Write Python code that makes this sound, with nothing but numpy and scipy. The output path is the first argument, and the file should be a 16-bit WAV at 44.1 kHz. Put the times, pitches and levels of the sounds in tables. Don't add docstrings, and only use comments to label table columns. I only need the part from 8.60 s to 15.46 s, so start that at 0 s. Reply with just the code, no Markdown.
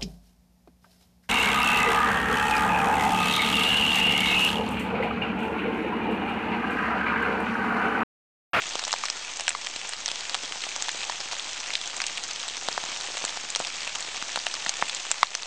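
import sys
import numpy as np
from scipy import signal
from scipy.fft import rfft, irfft
from scipy.io import wavfile
from scipy.ndimage import uniform_filter1d

SR = 44100
rng = np.random.default_rng(int(sys.argv[2]) if len(sys.argv) > 2 else 0)


def unload_wav(signal):
    wavfile.write(
        sys.argv[1],
        SR,
        np.round(np.clip(np.atleast_2d(signal).T, -1, 1) * 32767).astype(np.int16),
    )


N = 302526
DROP_SAMPLES, DROP_S = 1024, .005

# (time [s], relative level [dB])
RAIN_LEVEL = [(0.0, -34), (0.36, -34.5), (0.5, -35.5), (1.41, -36), (2.03, -34), (2.37, -32.5), (3.0, -34),
              (3.6, -34), (4.6, -32), (4.74, -34.5), (6.44, -32.5), (6.86, -35.5)]
# (frequency [Hz], relative density [dB])
WASH_SPECTRUM = [(60, -15), (160, -16.5), (320, -8.5), (450, -8.5), (800, -0.5), (1150, -3), (1700, -3),
                 (2500, -1), (3400, 1), (4700, -2), (6200, -2), (7500, -4), (8500, -10.5), (10000, -23.5)]
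# (frequency [Hz], relative density [dB])
AIR_SPECTRUM = [(12, -3.5), (27, -6), (45, -8.5), (80, -13), (160, -14), (500, -37.5), (2000, -79.5)]
# (frequency [Hz], relative gain [dB])
PATTER_COLOUR = [(100, -14), (400, -5.5), (800, 1.5), (1300, -0.5), (2600, 2.5), (3400, 1), (4700, -2),
                 (6300, 3.5), (8000, 0), (10000, -17.5)]
# (time [s], pitch [Hz], level over DROP_S [dB], body re level [dB])
NEAR_TICKS = [(0.0193, 2730, -28.5, -18), (0.1933, 5700, -26, -8.5), (0.238, 3770, -27, -9),
              (0.25, 5870, -24, -23), (0.279, 6570, -29.5, -3), (0.3186, 6350, -26, -31),
              (0.7964, 5670, -28, -6), (0.4548, 5500, -25, -11), (0.5, 5900, -21.5, -14.5),
              (0.8794, 2700, -20, -8.5), (0.8914, 7700, -19.5, -26), (1.0692, 2440, -26.4, -11),
              (1.334, 2830, -31.5, -6), (1.4592, 5950, -21, -21), (1.48, 4800, -24.5, -11),
              (1.4867, 3200, -27, -9), (1.6956, 4600, -27, -10), (1.7446, 3230, -21, -8.5),
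              (2.1619, 6300, -26, -11), (2.2231, 6950, -22, -16), (2.291, 2600, -24, -12),
              (2.796, 3240, -27, -24), (3.104, 2400, -27.5, -10), (3.1531, 3150, -19.5, -46),
              (3.4024, 2140, -24.5, -7.5), (3.417, 4870, -24, -9.5), (3.4395, 2780, -27.5, -10),
              (3.4657, 6750, -23.5, -29), (4.5704, 2690, -28, -5), (4.65, 7000, -22.5, -11),
              (4.902, 7240, -26, -30), (4.9497, 3130, -22, -19), (4.9595, 5900, -20, -12),
              (5.0482, 3370, -26, -22), (5.275, 2560, -26, -9), (5.3516, 5960, -29.5, -7.5),
              (5.355, 3000, -25, -15), (5.7588, 3600, -23, -5), (5.8663, 2470, -21, -6),
              (5.9403, 5150, -27, -7), (6.0625, 1800, -25.5, -4), (6.0929, 6200, -17.5, -17),
              (6.2956, 3470, -24, -17), (6.3478, 7200, -25.5, -18), (6.5143, 7130, -15.2, -14),
              (6.7506, 6200, -17, -12.5)]
# (low edge [Hz], high edge [Hz])
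TICK_BANDS_HZ = [(550, 1500), (1500, 4500), (4500, 9500)]
# (time [s], ring [dB], pitch [Hz], t60 [s], push [dB], spray [dB])
NEAR_PATS = [(0.1545, -28, 603, 0.0036, -47, -27), (0.3283, -25.5, 1120, 0.0066, -61, -21.5),
             (0.3385, -22.5, 855, 0.0067, -66, -32), (0.4372, -24.5, 1150, .012, -68, -33),
             (0.8803, -24.5, 1590, 0.018, -57, -25), (0.9498, -25.5, 1120, 0.013, -63, -35),
             (1.1617, -39.5, 600, .0036, -50, -29.5), (1.5152, -37.5, 695, 0.0065, -49, -26.5),
             (1.7504, -29, 1120, 0.002, -64, -29), (1.8348, -41, 420, 0.0046, -55, -33),
             (2.0667, -36, 700, 0.0092, -56, -48), (2.2841, -29.5, 910, .0094, -60, -30),
             (2.4972, -25.5, 940, 0.0096, -55, -30), (2.7316, -33, 814, 0.0035, -64, -33.5),
             (4.0861, -23.3, 760, 0.004, -40, -25), (4.178, -22, 830, 0.0041, -49, -33),
             (4.2376, -32, 925, 0.0072, -49, -34), (4.6411, -30, 600, 0.0014, -43, -31.5),
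             (4.772, -33, 850, 0.011, -55, -44), (5.0013, -26, 686, 0.0081, -39, -33),
             (5.625, -30, 1340, .0042, -43, -31), (5.7739, -26.5, 870, 0.0052, -42.5, -37.5),
             (6.0672, -34, 980, .006, -42.5, -32), (6.2246, -17, 970, 0.0041, -36, -52),
             (6.6304, -9, 1092, 0.01, -40, -18.5)]
# (frequency [x pitch], relative level [dB], decay time [x t60])
BLADE_MODES = [(1.001, 5.5, 1), (1.85, -1, 0.84)]


def gain_of(db):
    return 10 ** (np.asarray(db) / 20)


def unit_rms(x):
    return x / np.sqrt(np.mean(x ** 2) + 1e-20)


def sized(x, db):
    return gain_of(db) * x * np.sqrt(DROP_S * SR / (np.sum(x ** 2) + 1e-20))


def coloured(x, spectrum):
    hz, db = np.transpose(spectrum)
    bins_hz = np.fft.rfftfreq(N, 1 / SR)
    bins_db = np.interp(np.log(bins_hz + 1), np.log(hz + 1), db)
    return unit_rms(irfft(rfft(x) * gain_of(bins_db), N))


def band(x, edges_hz, order=2):
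    b, a = signal.butter(order, np.clip(edges_hz, 20, SR / 2 - 100), "bandpass", fs=SR)
    return signal.lfilter(b, a, x)


def add(mix, time_s, sound):
    part = mix[max(round(time_s * SR), 0):][:len(sound)]
    part += sound[:len(part)]


def wash(level_db=-38.5, patchy_db=1.5):
    frames = signal.stft(rng.standard_normal(N), nperseg=512, noverlap=384)[2]
    patches = uniform_filter1d(rng.standard_normal(frames.shape), size=14, axis=0)
    patches = unit_rms(uniform_filter1d(patches, size=12, axis=1))
    hiss = signal.istft(frames * gain_of(patchy_db * patches), nperseg=512, noverlap=384)[1][:N]
    return gain_of(level_db) * coloured(hiss, WASH_SPECTRUM)


def air(level_db=-63):
    return gain_of(level_db) * coloured(rng.standard_normal(N), AIR_SPECTRUM)


def impact(splash_db=-1, splash_s=0.00079, droplets_db=-8, droplets_s=0.0041):
    t = np.arange(DROP_SAMPLES) / SR
    splash, droplets = rng.standard_normal((2, DROP_SAMPLES))
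    blow = signal.unit_impulse(DROP_SAMPLES, 10)
    spreading = 1 - np.exp(-t / 0.00048)
    splash = splash * spreading * np.exp(-t / splash_s)
    droplets = droplets ** 3 * spreading * np.exp(-t / droplets_s)
    return sized(blow, 0) + sized(splash, splash_db) + sized(droplets, droplets_db)


def ring(hz, t60_s):
    t = np.arange(DROP_SAMPLES) / SR
    motion = np.sin(2 * np.pi * hz * t) * np.exp(-np.log(1000) * t / t60_s)
    return np.diff(motion, prepend=0)


def taut_leaf(hit, hz, ring_db, t60_s=0.0031):
    ringing = signal.fftconvolve(hit, ring(hz, t60_s))[:DROP_SAMPLES]
    return sized(hit, 0) + sized(ringing, ring_db)


def shower(leaves, per_s, spread_db, max_spreads):
    out = np.zeros(N)
    for when, which, size in rng.random((int(per_s * N / SR), 3)):
        size_db = -spread_db * np.log(1 - size * (1 - np.exp(-max_spreads)))
        leaf = leaves[int(which * len(leaves))]
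        add(out, when * N / SR, sized(leaf, size_db))
    return out


def patter(level_db=-38.5):
    leaves = []
    for hz in np.geomspace(1900, 7000, num=48):
        hit = impact(splash_db=-2, splash_s=0.0015, droplets_db=-9, droplets_s=0.0027)
        leaves.append(taut_leaf(hit, hz, ring_db=-3.5, t60_s=.002))
    clicks = shower(leaves, per_s=430, spread_db=4.5, max_spreads=3.07)
    return gain_of(level_db) * coloured(clicks, PATTER_COLOUR)


def soft_patter(level_db=-50):
    leaves = []
    for hz in np.geomspace(520, 1400, num=24):
        sustain, give = rng.uniform(-1.7, 1, 2)
        t60_s = 0.0053 * 2 ** (.5 * sustain)
        leaves.append(pat(0, hz, t60_s, push_db=-17 + 5 * give, spray_db=-5))
    drips = shower(leaves, per_s=110, spread_db=7, max_spreads=3.1)
    return gain_of(level_db) * unit_rms(drips)


def tick(hz, level_db, body_db, even_hz=4600, spray_db_per_octave=10.5, usual_body_db=-12):
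    spray_ratio = gain_of(spray_db_per_octave * np.log2(hz / even_hz))
    snap = 1 / np.hypot(1, spray_ratio)
    gains = gain_of(body_db), snap, snap * spray_ratio
    ring_db = -0.49 * (body_db - usual_body_db)
    hit = taut_leaf(impact(), hz, ring_db)
    return sum(gain * sized(band(hit, edges_hz, order=3), level_db)
               for edges_hz, gain in zip(TICK_BANDS_HZ, gains))


def light_ticks(per_s=9, low_hz=2300, high_hz=8000):
    out = np.zeros(N)
    for _ in range(int(per_s * N / SR)):
        hz = low_hz * (high_hz / low_hz) ** rng.random()
        drop = tick(hz, level_db=rng.uniform(-32.5, -27.5), body_db=rng.uniform(-22, -8))
        add(out, rng.uniform(0, N / SR), drop)
    return out


def pat(ring_db, hz, t60_s, push_db, spray_db):
    blade = sum(sized(ring(hz * ratio, t60_s * share), db) for ratio, db, share in BLADE_MODES)
    blade = band(blade, (0.52 * hz, 2.12 * hz))
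    push = band(ring(210, t60_s=0.0082), (60, 450), order=1)
    spray = band(taut_leaf(impact(), 3.76 * hz, ring_db=3.5, t60_s=0.0012), (3400, 8800))
    return sized(blade, ring_db) - sized(push, push_db) + sized(spray, spray_db)


def near_drops():
    out = np.zeros(N)
    for time_s, *drop in NEAR_TICKS:
        add(out, time_s, tick(*drop))
    for time_s, *drop in NEAR_PATS:
        add(out, time_s, pat(*drop))
    return out


def foliage(x, wet_db=-18, t60_s=0.034, gap_s=.002):
    t = np.arange(SR // 6) / SR
    tail = rng.standard_normal(len(t)) * np.exp(-np.log(1000) * t / t60_s) * (t > gap_s)
    return x + gain_of(wet_db) * signal.oaconvolve(x, tail / np.linalg.norm(tail))[:N]


def gain_control(x, threshold_db=-7.5, cut_db_per_db=0.46, recover_db_per_s=16, lag_s=.006):
    fall_db = recover_db_per_s * np.arange(N) / SR
    peak_db = 20 * np.log10(abs(x).max(0) + 1e-9)
    held_db = np.maximum.accumulate(peak_db + fall_db) - fall_db
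    over_db = np.maximum(held_db - threshold_db, 0)
    pole = np.exp(-1 / (lag_s * SR))
    return x * gain_of(-cut_db_per_db * signal.lfilter([1 - pole], [1, -pole], over_db))


def scene(wash_follow=.45, patter_follow=0.96):
    time_s, rain_db = np.transpose(RAIN_LEVEL)
    swell_db = np.interp(np.arange(N) / SR, time_s, rain_db - np.mean(rain_db))
    drops = near_drops() + (patter() + soft_patter()) * gain_of(patter_follow * swell_db)
    hiss = wash() * gain_of(wash_follow * swell_db)
    return (foliage(drops + light_ticks()) + hiss + air())[None]


def record(dry, treble_hz=8850, dc_offset=-.0034, limit_hz=10010):
    dull = signal.sosfilt(signal.butter(10, treble_hz, fs=SR, output="sos"), dry)
    converted = np.clip(gain_control(dull) + dc_offset, -1, 1)
    band_limit = signal.firwin(201, limit_hz, window=("kaiser", 8), fs=SR)
    return signal.oaconvolve(converted, band_limit[None], "same")


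dry = scene()
out = record(dry)
unload_wav(out)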